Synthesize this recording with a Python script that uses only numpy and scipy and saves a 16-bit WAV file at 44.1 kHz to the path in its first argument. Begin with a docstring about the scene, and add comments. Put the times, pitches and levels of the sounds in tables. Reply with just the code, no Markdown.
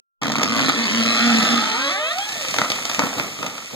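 """A sawn-through tree tips over in a yard. From 0.2 s its hinge of uncut wood sticks and slips: separate
sharp ticks, then a rattle that booms in the trunk and speeds up into an engine-like buzz. A second strand
joins near 1.2 s, and both climb to a squeal. From 2.1 s the crown comes down with rushing leaves and
crushed twigs, then snapping limbs and the dull thuds of boughs. Creak and ticks echo off nearby trees;
everything passes through a microphone and a stereo widener."""
import sys
import numpy as np
from scipy import signal
from scipy.fft import rfft, irfft
from scipy.io import wavfile
from scipy.ndimage import uniform_filter1d

SR = 44100
rng = np.random.default_rng(int(sys.argv[2]) if len(sys.argv) > 2 else 0)


def log_audio(samples):
    """Write samples as a 16-bit WAV file to the path given in sys.argv[1]."""
    # one column per channel
    frames = np.atleast_2d(samples).T
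    # limit to full scale, then quantise
    limited = np.clip(frames, -1, 1)
    pcm = np.round(limited * 32767).astype(np.int16)
    wavfile.write(sys.argv[1], SR, pcm)


N = 165375
T = np.arange(N) / SR
START_S, CROWN_S = .216, 2.1

# Yard echo. Each row: frequency in Hz, time to fall 60 dB in seconds.
YARD_T60_S = [(100, 0.69), (500, 0.45), (1500, 0.34), (5000, 0.21), (15000, 0.17)]

# Crown spectra. Each row: frequency in Hz, gain in dB.
LEAF_SPECTRUM_DB = [(300, -26.5), (1000, -15.5), (2000, -1), (4000, -1.5), (7000, 2.5), (10000, 1.5),
                    (15000, -11)]
TWIG_SPECTRUM_DB = [(140, -12), (400, -3), (700, 0), (1300, 0), (2200, -5), (4200, -15), (9000, -28)]
GROUND_SPECTRUM_DB = [(25, -61), (60, -13), (120, -2), (180, -0.5), (350, -1), (500, 3), (1000, -8),
                      (3000, -10)]
# Crown envelopes. Each row: time in seconds, relative level in dB.
LEAF_LEVEL_DB = [(2.15, -27), (2.368, -22.5), (2.542, -22), (2.996, -24), (3.45, -28.5), (3.75, -30.5)]
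TWIG_LEVEL_DB = [(2.0, -44.5), (2.3, -38.5), (2.52, -39), (2.6, -45.5), (2.7, -38), (2.82, -33.5),
                 (2.96, -34), (3.04, -34), (3.14, -32), (3.2, -32), (3.34, -41), (3.45, -36), (3.55, -39),
                 (3.75, -46)]
GROUND_LEVEL_DB = [(2.1, -66), (2.32, -39.5), (2.5, -42), (2.6, -22.5), (2.7, -44), (2.8, -42.5),
                   (2.96, -38), (3.04, -23), (3.12, -36), (3.2, -25), (3.26, -30), (3.32, -31),
                   (3.43, -35.5), (3.53, -40), (3.7, -43), (3.74, -27)]
# Bough landings. Each row: start in seconds, relative level in dB.
LANDINGS = [(2.585, -31), (2.614, -26), (2.984, -25.5), (3.023, -27.5), (3.034, -20.5), (3.056, -29),
            (3.065, -29), (3.197, -30), (3.735, -35.5)]
# Bough modes. Each row: frequency in Hz, time to fall 60 dB in seconds, gain in dB.
BOUGH_MODES = [(158, .08, -11), (192, .09, -3), (232, .05, -12)]

# Sharp wood ticks: the hinge's first separate slips (before 0.44 s), then cracking fibres and limbs.
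# Each row: start in seconds, then relative bass, middle and treble levels in dB.
WOOD_TICKS = [(0.2227,-21,-19,-38), (0.234,-41,-20,-25), (.257,-28.5,-19.5,-32), (0.2691,-40,-23,-26.5),
              (.281,-42,-24,-26), (0.2992,-31,-17.5,-27), (0.319,-32,-23,-19.5), (0.338,-32.5,-21.5,-29),
              (0.3556,-37.5,-17,-25.5), (0.364,-44.5,-29.5,-22.5), (.383,-18,-20.5,-21.5),
              (0.396,-26,-16,-27), (.408,-24,-22,-29), (0.416,-18,-16.5,-23), (0.4315,-19,-15,-16.5),
              (.564,-40,-24,-30), (.592,-38,-18,-27), (.602,-39,-17,-32), (.683,-17,-18,-28),
              (.6915,-26,-17,-17), (0.6974,-27,-13.5,-27), (.790,-35.5,-25,-28), (1.1933,-21,-24,-21),
              (1.4281,-13,-24,-21), (2.184,-39,-27,-22), (2.289,-45,-42,-26), (2.326,-34,-44,-26.5),
              (2.411,-43,-34,-28), (2.448,-47,-23,-28), (2.484,-31,-32.5,-20.5), (2.512,-50,-39,-26),
              (2.541,-49,-19.5,-20), (2.563,-25,-23.5,-25), (2.585,-19,-10.5,-17.5), (2.593,-37,-19,-26),
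              (2.6167,-24,-12,-22), (2.645,-41,-18,-41), (2.682,-41,-38,-36), (2.701,-23,-22,-17),
              (2.7178,-29.5,-27,-18.5), (2.756,-50,-37,-27), (2.852,-32,-22.5,-19), (2.897,-33,-20.5,-21.5),
              (2.9141,-45,-25,-26), (2.946,-52,-24,-22), (2.985,-35,-29,-42), (2.993,-20,-8.5,-17.5),
              (3.001,-25,-28,-37), (3.021,-30,-16,-32), (3.036,-27,-17.5,-29), (3.067,-39,-20.5,-28),
              (3.182,-28,-23,-27.5), (3.1975,-25.5,-19,-25), (3.388,-26.5,-28.5,-34),
              (3.428,-31,-19.5,-26.5), (3.464,-34,-23,-25), (3.553,-48,-33,-37), (3.58,-41,-28.5,-31.5)]
# Those three bands. Each row: low and high edge in Hz, decay in seconds, gain in dB.
TICK_BANDS = [(125, 440, 0.00685, -5), (537, 1900, 0.00368, -0.5), (2000, 8100, 0.0036, 5.5)]

# Wood's colouring of slips and of squeal overtones. Each row: frequency in Hz, gain in dB.
WOOD_SPECTRUM_DB = [(60, -45.5), (110, -21.5), (170, -6.5), (450, -5), (800, -3), (1000, -4.5), (1300, -4),
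                    (1800, 2), (2400, -2.5), (4200, 0), (7000, -5), (10000, -7.5), (15000, -21)]
SQUEAL_SPECTRUM_DB = [(700, 1), (1300, -5), (1800, 7.5), (2300, -2.5), (2900, -3), (3500, 9), (4200, 5),
                      (5200, -11), (8000, -8)]
# Second strand. Each row: time in seconds, pitch in Hz, relative fundamental and octave levels in dB.
STRAND_TRACK = [(.9, 349.7, -65.5, -61), (1.27, 352, -57, -29), (1.43, 366.8, -59, -31),
                (1.53, 395.8, -55, -27.5), (1.65, 438.9, -59, -29.5), (1.745, 434, -33.5, -25.5),
                (1.79, 514, -44, -32.5), (1.88, 568.4, -31.5, -26.5), (1.93, 577.4, -33, -34.5),
                (2.0, 603.6, -26.5, -33.5), (2.08, 650.2, -29.5, -34.5), (2.15, 719.6, -34.5, -37.5),
                (2.22, 808, -40, -35), (2.3, 865.2, -45, -33.5), (2.36, 877.4, -44, -32),
                (2.44, 934, -51, -47)]
# Its harmonics above the octave. 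Each row: time in seconds, gain in dB.
STRAND_HIGHS_DB = [(1.2, -9), (1.5, -7), (1.7, -11), (1.9, -3), (2.15, -3), (2.25, -9), (2.33, -17)]
# Its raggedness. Each row: time in seconds, roughness from 0 to 1.
STRAND_ROUGHNESS = [(1.2, .5), (1.4, .9), (1.58, .75), (1.66, .4), (1.75, .3), (1.85, .2), (2.2, .2),
                    (2.4, .3)]

# Main hinge. Each row: time in seconds, slip rate in Hz, timing scatter in ms,
# weakening of every second slip from 0 to 1.
SLIP_TRACK = [(.21, 82, 1.6, 0.2), (.38, 72.5, 1.41, 0.28), (.5, 114, 0.42, 0.15), (.6, 107.4, 0.73, 0.15),
              (.66, 167, 0.62, 0.02), (.73, 170, 0.88, 0.2), (.79, 242, 0.21, 0.6), (.85, 221, 0.38, 0.05),
              (.88, 172, 0.39, 0.2), (.93, 232, 0.24, 0.47), (1.08, 228, 0.16, 0.69),
              (1.27, 237, 0.099, 0.2), (1.36, 223, 0.33, 0.11), (1.56, 241, 0.26, 0.12),
              (1.65, 205, 0.29, 0.1), (1.74, 241, 0.14, 0.03), (1.81, 276, 0.041, 0.2),
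              (1.88, 286, 0.027, 0.3), (1.93, 375, 0.029, 0.07), (2.0, 432, 0.021, 0.11),
              (2.07, 530, 0.02, 0.2), (2.13, 645, 0.044, 0.2), (2.19, 785, 0.03, 0.14), (2.27, 850, .04, 0),
              (2.36, 700, 0.038, 0), (2.42, 575, 0.047, 0), (2.47, 520, .05, 0), (2.53, 487, .05, 0.1)]
# Trunk modes. Each row: frequency in Hz, bandwidth in Hz, gain in dB.
TRUNK_MODES = [(108, 36, -9), (164, 25, -3), (229.7, 37, 1), (258.4, 21, 2.5), (484.7, 98, -3.5)]
# Opening split. Each row: time in seconds, resonance in Hz.
SPLIT_RESONANCE_HZ = [(.22, 1230), (.72, 1160), (.82, 1170), (.9, 1230), (1.0, 1180), (1.14, 1180),
                      (1.22, 1430), (1.32, 1291), (1.43, 1220), (1.5, 1370), (1.58, 1269), (1.7, 1288)]
# Hinge envelopes. Each row: time in seconds, relative level in dB.
BOOM_LEVEL_DB = [(0.22, -34), (0.318, -21.5), (0.342, -28.5), (0.646, -22.5), (0.75, -31), (0.804, -21.5),
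                 (0.908, -30), (0.932, -22), (1.156, -21.5), (1.19, -32), (1.23, -18.5), (1.4, -20.5),
                 (1.448, -32), (1.538, -19.5), (1.702, -44), (1.796, -33.5), (1.94, -67), (2.0, -78)]
WHINE_FUNDAMENTAL_DB = [(1.7, -44.5), (1.85, -38), (2.0, -42.5), (2.12, -37), (2.2, -26.5), (2.27, -43),
                        (2.35, -38.5), (2.46, -39), (2.55, -55)]
WHINE_OVERTONES_DB = [(1.65, -56), (1.85, -42.5), (1.95, -30.5), (2.05, -36.5), (2.12, -34), (2.17, -70),
                      (2.4, -51), (2.55, -74.5)]
RASP_LEVEL_DB = [(0.22, -32.5), (0.42, -41), (0.43, -20), (0.45, -29), (0.59, -23.5), (0.67, -24.5),
                 (0.7, -23.5), (0.71, -26.5), (1.11, -21), (1.46, -19), (1.77, -23), (1.92, -22),
                 (2.07, -49), (2.11, -45), (2.14, -30), (2.5, -31)]
RASP_BITE_DB = [(.22, 8), (1.0, 5.5), (1.6, 3.5), (1.9, 1), (2.12, 7.5), (2.2, -14), (2.5, -35)]  # falls as the hinge tears through

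# Microphone and widener side channel. Each row: frequency in Hz, gain in dB.
MIC_SPECTRUM_DB = [(100, -3), (250, 3), (380, -3.5), (750, -1), (1000, -3.5), (1250, 4), (1580, -6.5),
                   (1950, -3), (2650, -1.5), (2900, 2), (3400, -1), (4300, -4), (5000, -6.5), (5800, -5.5),
                   (8500, -11), (10300, -22), (12000, -14), (15200, -10.5), (15900, -88)]
SIDE_SPECTRUM_DB = [(100, 0.5), (230, -2), (390, 4), (500, 3), (640, -9.5), (900, 5.5), (1050, 4),
                    (1270, -12), (1420, 11), (1650, 5), (2200, 5.5), (2600, 5), (2900, -6), (3300, -1),
                    (4300, 1), (5200, 1.5), (6000, 0)]


def amp(db):
    """Decibels to gain."""
    return 10 ** (np.asarray(db) / 20)


def unit(x):
    """Scales to rms 1."""
    return x / np.sqrt(np.mean(x ** 2) + 1e-20)


def curve(rows, column=1):
    """Table column, interpolated over time."""
    rows = np.array(rows, float)
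    return np.interp(T, rows[:, 0], rows[:, column])


def at_hz(rows, hz):
    """Table value, interpolated over log frequency."""
    row_hz, value = np.transpose(rows)
    return np.interp(np.log(hz + 1), np.log(row_hz + 1), value)


def colour(x, spectrum_db, size=4096):
    """Minimum-phase filter with the given spectrum."""
    log_gain = np.log(amp(at_hz(spectrum_db, abs(np.fft.fftfreq(size, 1 / SR)))))
    taps = np.fft.ifft(np.exp(np.conj(signal.hilbert(log_gain)))).real[:size // 2]
    return signal.oaconvolve(np.atleast_2d(x), taps[None], axes=1)[:, :N]


def butter(x, edges_hz, kind="band"):
    """Butterworth filter."""
    return signal.sosfilt(signal.butter(2, edges_hz, kind, fs=SR, output="sos"), x)


def drift(hz):
    """Smooth noise of rms 1, rolling off at hz."""
    rolloff = np.exp(-(np.fft.rfftfreq(N, 1 / SR) / hz) ** 2)
    return unit(irfft(rfft(rng.standard_normal(N)) * rolloff, N))


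def add(mix, start_s, sound):
    """Mixes a sound in at start_s."""
    part = mix[..., round(start_s * SR):][..., :sound.shape[-1]]
    part += sound[..., :part.shape[-1]]


def steady(x, span_s):
    """Evens out level changes slower than span_s."""
    power = uniform_filter1d(np.mean(np.atleast_2d(x) ** 2, 0), int(span_s * SR))
    return x / np.sqrt(abs(power) + 1e-9)


def ring(x, decay_s):
    """Exponential tail on each click."""
    return signal.lfilter([1], [1, -np.exp(-1 / (decay_s * SR))], x)


def resonate(x, hz, width_hz):
    """Unity-gain resonance following a pitch curve."""
    carrier = np.exp(2j * np.pi * np.cumsum(hz) / SR)
    pole = np.exp(-np.pi * width_hz / SR)
    return 2 * (carrier * signal.lfilter([1 - pole], [1, -pole], x / carrier)).real


def yard_echo(x, size=256, rise_s=.0056):
    """Echoes from surrounding trees; each band dies at its own rate."""
    hz, t, spectrum = signal.stft(rng.standard_normal((2, SR)), SR, nperseg=size)
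    decay = amp(-60 * t / at_hz(YARD_T60_S, hz)[:, None])
    tail = signal.istft(spectrum * decay, SR, nperseg=size)[1]
    tail *= np.minimum(np.arange(tail.shape[1]) / SR / rise_s, 1)
    return signal.fftconvolve(x, tail / np.linalg.norm(tail[0]), axes=1)[:, :N]


def scatter(x, decay_s, wet_db, size=2048, count=28):
    """Adds a short, diffuse stereo ring of wood and ground that changes as the trunk tips."""
    t = np.arange(size) / SR
    tails = rng.standard_normal((count, 2, size)) * np.exp(-t / decay_s) * (t > .0005)
    tails *= amp(wet_db) / np.linalg.norm(tails, axis=2, keepdims=True)
    tails[:, :, 0] = 1  # direct path
    place = np.linspace(0, count - 1, N)
    return sum(signal.oaconvolve(x * np.maximum(1 - abs(place - k), 0), tail, axes=1)[:, :N]
               for k, tail in enumerate(tails))


def crackle(spectrum_db, per_s, spread_db, grain_s, wash_db):
    """Tiny breaks of random size over a noise wash."""
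    sizes = amp(spread_db * np.minimum(rng.exponential(1, N), 4))
    grains = unit(ring(sizes * (rng.random(N) < per_s / SR), grain_s))
    envelope = np.sqrt(grains ** 2 + amp(wash_db) ** 2)
    noise = rng.standard_normal((3, N))  # shared, left, right
    return unit(colour((noise[0] + 2.9 * noise[1:]) * envelope, spectrum_db))


def crown(rise_db_per_s=22):
    """Leaves rush through the air, twigs crush, boughs rumble on the ground."""
    leaves = crackle(LEAF_SPECTRUM_DB, per_s=630, spread_db=1, grain_s=.00043, wash_db=3.5)
    twigs = crackle(TWIG_SPECTRUM_DB, per_s=240, spread_db=6.5, grain_s=.0042, wash_db=1.5)
    ground = crackle(GROUND_SPECTRUM_DB, per_s=60, spread_db=-15.5, grain_s=.035, wash_db=-6)
    leaf_db = curve(LEAF_LEVEL_DB) + .5 - rise_db_per_s * np.maximum(CROWN_S - T, 0)
    return leaves * amp(leaf_db) + twigs * amp(curve(TWIG_LEVEL_DB)) + ground * amp(curve(GROUND_LEVEL_DB))


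def thuds(size=8192):
    """Each landing bough rings its low modes, randomly detuned."""
    out, t = np.zeros(N), np.arange(size) / SR
    for (start_s, db), detune in zip(LANDINGS, rng.uniform(.97, 1.07, len(LANDINGS))):
        for hz, t60_s, mode_db in BOUGH_MODES:
            add(out, start_s, amp(db + mode_db - 60 * t / t60_s) * np.sin(2 * np.pi * hz * detune * t))
    return butter(out, 100, "high")


def wood_ticks(size=4096, snap_s=.0007, snap_db=11, grain_db=4, rise_s=.00007):
    """The hinge's first separate slips, then cracking fibres and limbs: a snap and a grainy burst."""
    out, t = np.zeros((2, N)), np.arange(size) / SR
    for start_s, *levels_db in WOOD_TICKS:
        grain = unit(uniform_filter1d(rng.standard_normal(size), size=24))
        snap = np.diff(uniform_filter1d(rng.standard_normal(size + 1), size=2)) * np.exp(-t / snap_s)
        add(out, start_s, snap * amp(levels_db[-1] + snap_db))
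        for db, (low_hz, high_hz, decay_s, gain_db) in zip(levels_db, TICK_BANDS):
            noise = rng.standard_normal((3, size)) * amp(grain_db * grain)
            burst = (noise[0] + .61 * noise[1:]) * np.exp(-t / decay_s) * np.minimum(t / rise_s, 1)
            burst[:, 0] += 3.32  # opening impulse
            burst = butter(burst, [low_hz, high_hz])
            add(out, start_s, burst * amp(db + gain_db) * np.sqrt(.0086 * SR / np.sum(burst ** 2)))
    return out


def strand(waver=.008, jitter=.035, fade_s=.028):
    """A second strand slips raggedly, then evenly: a rising, wavering squeal."""
    hz, roughness = curve(STRAND_TRACK), curve(STRAND_ROUGHNESS)
    bend = 1 + waver * drift(69) + jitter * roughness * drift(108)
    phase = 2 * np.pi * np.cumsum(hz * bend) / SR
    highs = sum(amp(5.5 - 2.5 * k + at_hz(SQUEAL_SPECTRUM_DB, k * hz) + 7.8 * drift(6.8))
                * np.sin(k * phase) for k in range(3, 9))
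    upper = np.sin(2 * phase) + amp(curve(STRAND_HIGHS_DB)) * highs
    tone = amp(curve(STRAND_TRACK, 2)) * np.sin(phase) + amp(curve(STRAND_TRACK, 3)) * upper
    flutter = amp(5 * roughness * (np.minimum(drift(89.6), 2) - 1))
    fade = np.clip(np.minimum(T - STRAND_TRACK[0][0], STRAND_TRACK[-1][0] - T) / fade_s, 0, 1)
    return np.sqrt(2) * tone * flutter * fade


def trunk_boom(slips, waver_db=1.8, end_s=2.1, fade_s=.085):
    """Slips ring the trunk's low modes."""
    modes = sum(amp(db) * signal.lfilter(*signal.iirpeak(hz, hz / width_hz, SR), slips)
                for hz, width_hz, db in TRUNK_MODES)
    boom = steady(butter(modes, [100, 480]), span_s=.05)
    level_db = curve(BOOM_LEVEL_DB) - 3.5 + waver_db * drift(39)
    return boom * amp(level_db) * np.clip((end_s - T) / fade_s, 0, 1)


def hinge_whine(phase, flutter_db=2):
    """Fast, even slips sing at the slip rate and its harmonics."""
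    hz = curve(SLIP_TRACK)
    overtones = sum(amp(7 - 2 * k + at_hz(SQUEAL_SPECTRUM_DB, k * hz) + 2.43 * drift(13))
                    * np.sin(k * phase) for k in range(2, 11))
    fundamental = np.sin(phase) * amp(curve(WHINE_FUNDAMENTAL_DB) + 1.73 * drift(27.3))
    tone = fundamental + overtones * amp(curve(WHINE_OVERTONES_DB))
    return np.sqrt(2) * tone * amp(flutter_db * drift(75)) * (T > 1.6) * (T < 2.6)


def hinge_rasp(slips, jitter_ms, puff_s=.0011, tail_s=.007):
    """Slips, each with a puff of tearing fibres, ring the wood and the opening split."""
    puffs = (ring(slips, puff_s) + amp(-20) * ring(slips, tail_s)) / np.sqrt(puff_s * SR / 2)
    noise = rng.standard_normal((3, N))
    grit = 2.01 * jitter_ms / (jitter_ms + .59)  # ragged slips are noisier
    wood = colour(slips + grit * puffs * (.88 * noise[0] + 1.03 * noise[1:]), WOOD_SPECTRUM_DB)
    split = amp(-4) * resonate(wood, curve(SPLIT_RESONANCE_HZ), width_hz=170)
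    rasp = steady(scatter(wood + split, decay_s=.0046, wet_db=-1), span_s=.023)
    return rasp * amp(curve(RASP_LEVEL_DB) + curve(RASP_BITE_DB))


def hinge(wander=.011, uneven_db=2):
    """Uncut wood sticks and slips, one pulse a cycle: rasp, whine and boom."""
    cycles = np.cumsum(curve(SLIP_TRACK) * (1 + wander * drift(25))) / SR
    onsets = np.flatnonzero(np.diff(np.floor(cycles)))
    lateness, strength = rng.standard_normal((len(onsets), 2)).T
    jitter_ms, weakening = curve(SLIP_TRACK, 2), curve(SLIP_TRACK, 3)
    force = amp(uneven_db * strength) * (1 - weakening[onsets] * (np.arange(len(onsets)) % 2))
    delays = np.round(lateness * jitter_ms[onsets] * SR / 1000).astype(int)
    slips = np.zeros(N)
    np.add.at(slips, np.clip(onsets + delays, 0, N - 1), force)
    return hinge_rasp(slips, jitter_ms) + hinge_whine(2 * np.pi * cycles) + trunk_boom(slips)


def scene():
    """Fairly dry creak; ticks echo more, the crown's far limbs most."""
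    creak, ticks = hinge() + strand(), wood_ticks()
    send_db = np.where(T > CROWN_S, -6.5, -7.5)
    echoes = yard_echo(amp(-13.5) * creak + amp(send_db) * ticks)
    return creak + ticks + echoes + crown() + thuds()


def record(dry):
    """Microphone colour, a widener that combs mid and side in turn, clipping, band limit."""
    comb_hz, cutoff_hz = 2756, 15900
    hz = np.fft.rfftfreq(N, 1 / SR)
    left, right = rfft(colour(dry, MIC_SPECTRUM_DB) * (T > START_S))
    sin, cos = np.sin(np.pi * hz / comb_hz), np.cos(np.pi * hz / comb_hz)
    low = hz < comb_hz / 2
    mid = left * np.where(low, 1, sin + .032j * cos)
    side = right * amp(at_hz(SIDE_SPECTRUM_DB, hz))
    side *= np.where(low, .068j + .55j * cos, .01 * sin - 1j * cos)
    wide = irfft(np.array([(mid + side) * amp(-.7), (mid - side) * amp(.07)]), N)
    lowpass = signal.firwin(511, cutoff_hz, window=("kaiser", 9), fs=SR)
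    return signal.oaconvolve(np.clip(wide, -1, 1), lowpass[None], "same")


dry = scene()
out = record(dry)
log_audio(out)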